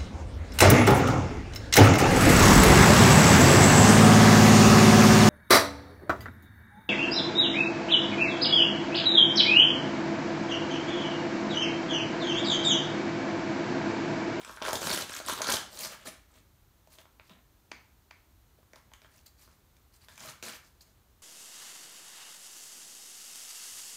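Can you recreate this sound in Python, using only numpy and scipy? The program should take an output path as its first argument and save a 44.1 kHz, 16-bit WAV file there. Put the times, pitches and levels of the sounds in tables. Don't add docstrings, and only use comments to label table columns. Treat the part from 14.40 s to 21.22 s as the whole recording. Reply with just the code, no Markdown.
import sys
import numpy as np
from scipy import signal
from scipy.fft import irfft
from scipy.io import wavfile
from scipy.ndimage import uniform_filter1d

SR = 44100
rng = np.random.default_rng(int(sys.argv[2]) if len(sys.argv) > 2 else 0)


def bounce(signal):
    frames = np.transpose(np.atleast_2d(signal))
    limited = np.clip(frames, -1, 1)
    pcm = np.round(limited * 32767).astype(np.int16)
    wavfile.write(sys.argv[1], SR, pcm)


N = 300762

# start t/s, swell t/s, hold t/s, relative crackle level/dB,
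# flapping re crackle level/dB, fibre hiss re crackle level/dB
RIPS = [(0, 0.001, 0.03, -52, -8, -5), (.05, .02, 0.099, -60, -4, 2), (.217, 0.044, 0.037, -45, 2, -0.5),
        (.33, 0.017, 0.018, -45.5, 7.5, 3.5), (.38, 0.068, 0.048, -43, 0.5, 5),
        (.48, 0.034, 0.035, -36, -4, 2.5), (.56, .02, 0.039, -40.5, -4, 1),
        (.65, 0.086, 0.042, -45, -13, 0.5), (.84, 0.051, 0.033, -38.5, -6, 1),
        (.94, 0.025, 0.13, -48.5, -4.5, -2), (1.06, 0.036, 0.051, -36, -6.5, 3),
        (1.18, 0.029, 0.056, -57.5, -6, -4)]
# start t/s, swell t/s, hold t/s, relative crackle level/dB,
# flapping re crackle level/dB, fibre hiss re crackle level/dB
NUDGES = [(1.29, 0.041, 0.033, -57.5, 0, 6.5), (1.36, 0.049, 0.044, -47, -4.5, 7.5),
          (1.48, 0.028, 0.033, -52, -4.5, -1.5), (1.57, 0.026, 0.066, -60.5, -6, -4),
          (1.645, .02, .02, -47, -1.5, 2.5), (1.7, 0.013, 0.048, -61.5, -6, -5),
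          (1.87, 0.095, 0.021, -66, -6, -1), (2.49, 0.04, 0.022, -64.5, -8, 5.5),
          (2.57, 0.016, 0.026, -62, -2.5, -1), (2.8, .06, .02, -76, -5, 6),
          (2.89, 0.0093, .03, -59.5, -7, -12), (2.94, .01, .04, -67, -4, -15),
          (4.35, .012, .02, -67, -8, -3), (4.615, .01, .035, -67.5, -9, -6),
          (4.69, 0.048, 0.057, -70, -6, 4), (4.853, 0.0086, .006, -64, -10, 9),
          (4.96, .06, 0.023, -68, -11, 7), (5.07, .02, .05, -75, -3, 3.5),
          (5.52, 0.012, .03, -74.5, -14, 9), (5.6, 0.019, .025, -66, -17, 3.5),
          (5.683, 0.0036, 0.14, -65.5, -12, 3.5), (5.78, 0.069, 0.049, -51, -4, 1.5),
          (6.023, 0.0098, 0.059, -49.5, -3, 4), (6.1, .02, 0.037, -54, -12, 1),
          (6.22, 0.026, .03, -73, -5, 7.5), (6.406, 0.0028, 0.0061, -63.5, -9, 9),
          (6.44, .02, 0.047, -79.5, -1, 5)]
# f/Hz, level per Hz/dB
TEAR_COLOUR = [(55, -5.5), (130, -8), (248, -2), (360, 0.5), (475, -8), (600, -4), (830, -9), (1400, -7),
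               (2150, -12.5), (3700, -6.5), (6300, -7), (9700, -12.5), (10500, -12), (15500, -19.5)]
# f/Hz, level per Hz/dB
SLIDE_COLOUR = [(60, -14), (215, -2.5), (285, -9), (475, -12), (640, 1.5), (810, -7.5), (1400, -7),
                (2500, -6.5), (3100, -8), (4200, -7.5), (5700, -11.5), (7000, -10), (10500, -15),
                (15500, -18.5)]
# low f/Hz, high f/Hz
PAPER_ZONES = [(50, 700), (700, 4000), (4000, 16000)]
# t/s, pitch f/Hz, relative crack level/dB, flap re crack level/dB,
# fibre hiss re crack level/dB
CREASES = [(0.0468, 7800, -44.5, -24, -1.5), (0.0654, 1150, -50, -9, -19), (.076, 3770, -53, 0, -8),
           (0.0936, 1670, -44.5, -1, -15), (0.1709, 1510, -42.5, -17, -21), (.203, 1530, -49, -22, -11),
           (0.2163, 1090, -38, 2.5, -19), (.2218, 3060, -34.5, -28, -6.5), (0.2435, 3250, -42, -14, -4),
           (0.251, 1640, -35, -5, -12.5), (0.2623, 990, -37, -25, -6), (0.2814, 1200, -32.5, 0, -6.5),
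           (.2876, 1260, -41, -2, 3.5), (0.3073, 5210, -44, -15, 3), (.33, 1620, -42, 14, 12.5),
           (.354, 3790, -40, -17, 7.5), (0.4172, 5750, -46, 12, 8), (.4302, 5060, -37.5, -10, -4),
           (0.4698, 1540, -32.5, -4, -1.5), (.5026, 1480, -37.5, 4, 3), (.5737, 3100, -42.5, 7.5, 10.5),
           (.611, 6240, -42, -20, 0), (0.6952, 1620, -47.5, 3, 3.5), (0.764, 6900, -46.5, -6, 8.5),
           (0.8, 695, -41.5, -1.5, -13), (0.8835, 1060, -34.5, -2.5, 1), (.896, 3700, -34.5, -2.5, -5),
           (0.9761, 4030, -37.5, -27, -12), (.988, 970, -40, -3, -16), (1.0057, 686, -48, 16, -7),
           (1.0174, 5850, -32.5, -32, 3), (1.0427, 3940, -35.5, -12, -3), (1.07, 4430, -34.5, -12, 0),
           (1.088, 1470, -31.5, -0.5, -10), (1.0957, 1000, -30.5, -14, -27), (1.117, 4670, -38.5, -2, 5),
           (1.121, 8900, -44, -20, 16), (1.1376, 706, -42, 10, -7), (1.1679, 2920, -35, -20, 0),
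           (1.3724, 4000, -52, -2, 9.5), (1.448, 6100, -43.5, -4, 7), (1.532, 1700, -44, -25, -27),
           (2.473, 706, -67, 9.5, 2), (2.585, 4030, -52.5, -6, -5), (2.654, 1200, -59, -0.5, -14),
           (2.7967, 2290, -48.5, -18, -29), (2.8948, 3650, -58.5, -3, -2), (4.186, 500, -71.5, 10, -15),
           (4.228, 1100, -67, -1, -17), (4.3329, 1900, -53.5, 0, -5), (4.358, 1330, -56.5, -3, 1),
           (4.5166, 815, -56, -13, -23), (4.5355, 1080, -52, -15, -0.5), (4.6171, 2330, -60.5, -3, -1.5),
           (4.6456, 1230, -55, -7.5, -28), (5.0758, 1180, -61, -2.5, -12), (5.366, 6000, -72, -6, 7),
           (5.684, 3500, -51, -18, -5), (5.7774, 2510, -52, -27, 2), (5.7945, 6000, -59.5, -20, 7),
           (5.8043, 7150, -53, -17, 6.5), (5.8884, 3530, -46, -21, -12), (6.026, 2550, -46.5, -3.5, 6),
           (6.0818, 3470, -43.5, -24, -7), (6.1353, 2700, -48, -15, -8)]
# f/Hz, level per Hz/dB
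CREASE_COLOUR = [(100, -3), (350, 4.5), (900, 0.5), (1500, -0.5), (2300, -3.5), (3600, -6.5), (4800, -6),
                 (5400, -6.5), (6100, -5.5), (7500, -10), (10500, -13.5), (15500, -17.5)]
# t/s, relative level/dB, pitch f/Hz
PAW_STEPS = [(1.667, -56, 202), (1.965, -55, 158), (2.894, -50.5, 185), (3.311, -56, 200),
             (6.029, -58, 215)]
# t/s, level/dB, thinned below f/Hz, dulled above f/Hz
BITES = [(3.314, -38.5, 150, 4500), (3.7074, -48, 800, 2000)]
# f/Hz, width f/Hz, relative level/dB
BITE_MODES = [(276, 230, -4.5), (915, 240, -1), (1400, 400, -4.5), (2260, 520, 1), (3520, 1200, -8),
              (4620, 570, -2.5), (6200, 500, -5.5), (6800, 700, -9), (10500, 5000, -21)]
# f/Hz, width f/Hz, level/dB
CORNER_MODES = [(243, 10, -9.5), (347, 20, -12.5), (633, 23.6, 2), (1010, 24.3, -3), (1357, 7.3, -2),
                (1570, 19.3, -13), (2390, 30, -14)]
# t/s, extra echo level/dB
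ECHO_OVER_T = [(1.7, 6.5), (2.4, 2.5), (5.3, 5), (5.8, 6)]
# f/Hz, fall by 60 dB t/s, relative level/dB
ROOM_TAIL = [(149.7, 0.45, -4), (499, 0.41, -7), (1330, 0.45, -1), (3750, 0.39, -4.5), (6870, 0.38, -4.5),
             (14000, 0.23, 0)]
# f/Hz, relative level per Hz/dB
QUIET_COLOUR = [(15, -35), (25, -15), (49, 3), (69, 3.5), (173, -11.5), (349, -14), (469, -19.5),
                (1050, -19.5), (2490, -27), (4040, -26), (4870, -30), (6380, -27.5), (10400, -32.5),
                (12800, -27), (15500, -27)]

QUIET_DB = -63.5
SNAP_WINDOW_S = 0.006
CUTOFF_HZ = 15600
SETTLE_S, SETTLE_SHARE = 0.0083, 0.13
FOLD_DB, FOLD_RATE_HZ = 2.5, 24
CREASE_RIPPLE_DB = 3.5
CATCH_DB, CATCH_RATE_HZ = 1.1, 45
RIP_ROOM_DB, NUDGE_ROOM_DB, CREASE_ROOM_DB, BITE_ROOM_DB = -12.5, -11.5, -6.5, -8


def from_db(db):
    return 10 ** (np.asarray(db) / 20)


def rms_one(x):
    return x / np.sqrt(np.mean(x ** 2) + 1e-20)


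def at_hz(points, hz, axis=1):
    points = np.array(points)
    return np.interp(np.log(hz), np.log(points[:, 0]), points[:, axis])


def band(x, low, high):
    sos = signal.butter(2, [low, min(high, 0.45 * SR)], "band", fs=SR, output="sos")
    return signal.sosfilt(sos, x + 1e-18)


def slices(low, high, count):
    edges = np.geomspace(low, high, count + 1)
    return zip(edges, np.sqrt(edges[:-1] * edges[1:]), edges[1:])


def drift(rate_hz, size):
    r = np.exp(-80 * np.pi * rate_hz / SR)
    noise = rng.standard_normal(size // 40 + 2002)
    slow = signal.lfilter([1], [1, -2 * r, r * r], noise)[2000:]
    return np.interp(np.arange(size) / 40, np.arange(len(slow)), rms_one(slow))


def resonance(x, hz, width_hz):
    r = np.exp(-np.pi * width_hz / SR)
    zeros = np.array([1, 0, -1]) * (1 - r * r) / 2
    return signal.lfilter(zeros, [1, -2 * r * np.cos(2 * np.pi * hz / SR), r * r], x)


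def quiet_room():
    noise = sum(from_db(at_hz(QUIET_COLOUR, hz)) * band(rng.standard_normal(N), low, high)
                for low, hz, high in slices(32.44, 18360, count=27))
    return from_db(QUIET_DB) * rms_one(noise)


def effort(strokes, t):
    power = np.zeros((3, len(t)))
    for start, swell, hold, level_db, flap_db, hiss_db in strokes:
        settle = SETTLE_S + SETTLE_SHARE * (swell + hold)
        rise = np.clip((t - start) / swell, 0, 1)
        fall = np.exp(-np.clip((t - start - swell - hold) / settle, 0, 20))
        zone_db = level_db + np.array([[flap_db], [0], [hiss_db]])
        power += (from_db(zone_db) * rise * fall) ** 2
    return np.sqrt(power) * from_db(CATCH_DB * drift(CATCH_RATE_HZ, len(t)))


def rustle(strokes, colour, per_s, spread_db, clump_db, octaves, friction, fineness):
    size = min(N, int((strokes[-1][0] + 0.5) * SR))
    t = np.arange(size) / SR
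    chance = per_s * from_db(clump_db * drift(40, size)) / SR
    at = np.flatnonzero(rng.random(size) < chance)
    force = from_db(spread_db * np.minimum(rng.exponential(1, len(at)), 4))
    force *= rng.choice([-1, 1], len(at))
    pitch_octave = np.log2(150) + np.log2(16000 / 150) * rng.random(len(at)) ** (1 / fineness)
    out = np.zeros(N)
    for zone, gain in zip(PAPER_ZONES, effort(strokes, t)):
        part = np.zeros(size)
        for low, hz, high in slices(*zone, count=7):
            nearness = 1 / (1 + ((np.log2(hz) - pitch_octave) / octaves) ** 2)
            clicks = np.zeros(size)
            clicks[at] = force * rng.normal(0, 1, len(at)) * nearness
            colour_db = at_hz(colour, hz) + FOLD_DB * drift(FOLD_RATE_HZ, size)
            grains = rms_one(clicks) + friction * rng.standard_normal(size)
            part += from_db(colour_db) * band(grains, low, high)
        part /= np.sqrt(np.abs(uniform_filter1d(part ** 2, int(0.0237 * SR))) + 1e-12)
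        out[:size] += part * gain
    return out


def sheet_scatter(x, share):
    share = np.clip(share, 0.1, 0.75)
    for lag in (11, 23, 41):
        loop = np.r_[1, np.zeros(lag - 1), -share]
        x = signal.lfilter(loop[::-1], loop, x)
    return x


def crease_snaps(buckle_s, cycles, pitch_db, octaves, dulling, size=2048):
    times, pitches, crack_db, flap_db, hiss_db = np.transpose(CREASES)[:, :, None]
    levels = crack_db + flap_db, crack_db, crack_db + hiss_db
    hz = np.maximum(np.fft.rfftfreq(size, 1 / SR), 1)
    chance = rng.standard_normal((len(times), len(hz)))
    path = np.abs(rms_one(uniform_filter1d(chance, size=36)))
    delay_s = (buckle_s + cycles / np.maximum(hz, 200)) * (0.256 + path)
    phase = 2 * np.pi * np.cumsum(delay_s, axis=1) * SR / size
    facet_db = pitch_db / (1 + (np.log2(hz / pitches) / octaves) ** 2)
    ripple = uniform_filter1d(rng.standard_normal(path.shape), size=20)
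    facet_db += CREASE_RIPPLE_DB * rms_one(uniform_filter1d(ripple, size=20))
    soft_db = dulling * np.minimum(hiss_db, 0) * np.maximum(np.log2(hz / 4000), 0)
    spectrum = from_db(at_hz(CREASE_COLOUR, hz) + facet_db + soft_db) * np.exp(-1j * phase)
    clicks = irfft(spectrum)
    clicks[:, size // 2:] = 0
    waves = 0
    for zone, level_db in zip(PAPER_ZONES, levels):
        part = band(clicks, *zone)
        energy = np.linalg.norm(part, axis=1)[:, None]
        waves = part * from_db(level_db) * np.sqrt(SNAP_WINDOW_S * SR) / energy - waves
    out = np.zeros(N)
    for at, wave in zip((times[:, 0] * SR).astype(int), waves):
        out[at:at + size] += wave
    return out


def corner(x):
    return sum(from_db(level_db) * resonance(x, hz, width_hz) for hz, width_hz, level_db in CORNER_MODES)


def room(x, first_echo_s, build_s):
    t = np.arange(SR // 2) / SR
    tail = 0
    for low, hz, high in slices(81.5, 17330, count=14):
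        fall_db = at_hz(ROOM_TAIL, hz, axis=2) - 60 * t / at_hz(ROOM_TAIL, hz)
        tail = tail + from_db(fall_db) * band(rng.standard_normal(len(t)), low, high)
    tail *= np.clip((t - first_echo_s) / build_s, 0, 1)
    return signal.fftconvolve(x, tail / np.sqrt(np.sum(tail ** 2)))[:N]


def paws(press_s, width_hz):
    out, age = np.zeros(N), np.arange(SR // 4) / SR / press_s
    for s, level_db, hz in PAW_STEPS:
        noise = rng.standard_normal(len(age))
        boards = rms_one(resonance(resonance(noise, hz, width_hz), hz, width_hz))
        at = int(s * SR)
        out[at:at + len(age)] += from_db(level_db) * boards * age * np.exp(-age)
    return out


def bites(crunch):
    out = np.zeros(N)
    click = sheet_scatter(sheet_scatter(signal.unit_impulse(SR // 20), crunch), crunch)
    for s, level_db, thin_hz, dull_hz in BITES:
        wave = sum(from_db(db) * resonance(click, hz, width_hz) * (-1) ** k
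                   for k, (hz, width_hz, db) in enumerate(BITE_MODES))
        wave = band(wave, thin_hz, CUTOFF_HZ)
        wave = signal.lfilter(*signal.butter(1, min(dull_hz, SR / 3), fs=SR), wave)
        at = int(s * SR)
        gain = from_db(level_db) * np.sqrt(SNAP_WINDOW_S * SR) / np.linalg.norm(wave)
        out[at:at + len(wave)] += gain * wave
    return out


def scene():
    tearing = from_db(-0.74) * rustle(RIPS, TEAR_COLOUR, per_s=800, spread_db=3.2, clump_db=4.0,
                                      octaves=0.78, friction=0.5, fineness=1.46)
    shuffling = from_db(-1.1) * rustle(NUDGES, SLIDE_COLOUR, per_s=1400, spread_db=3.5, clump_db=3.5,
                                       octaves=0.89, friction=0.62, fineness=1.35)
    creases = from_db(-3.5) * crease_snaps(buckle_s=0.0013, cycles=0.5536, pitch_db=9,
                                           octaves=0.25, dulling=0.55)
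    sources = [(sheet_scatter(tearing, share=0.52), RIP_ROOM_DB),
               (creases, CREASE_ROOM_DB),
               (sheet_scatter(shuffling, share=0.54), NUDGE_ROOM_DB),
               (bites(crunch=0.36), BITE_ROOM_DB)]
    direct = sum(sound for sound, _ in sources) + paws(press_s=0.023, width_hz=81)
    extra_echo_db = np.interp(np.arange(N) / SR, *np.transpose(ECHO_OVER_T))
    echo = sum(room(from_db(extra_echo_db + room_db) * sound, first_echo_s=0.00033, build_s=0.00067)
               for sound, room_db in sources)
    return (direct + corner(direct) + echo + quiet_room())[None]


def record(dry):
    return signal.sosfilt(signal.ellip(12, 0.1, 70, CUTOFF_HZ, fs=SR, output="sos"), dry)


dry = scene()
out = record(dry)
bounce(out)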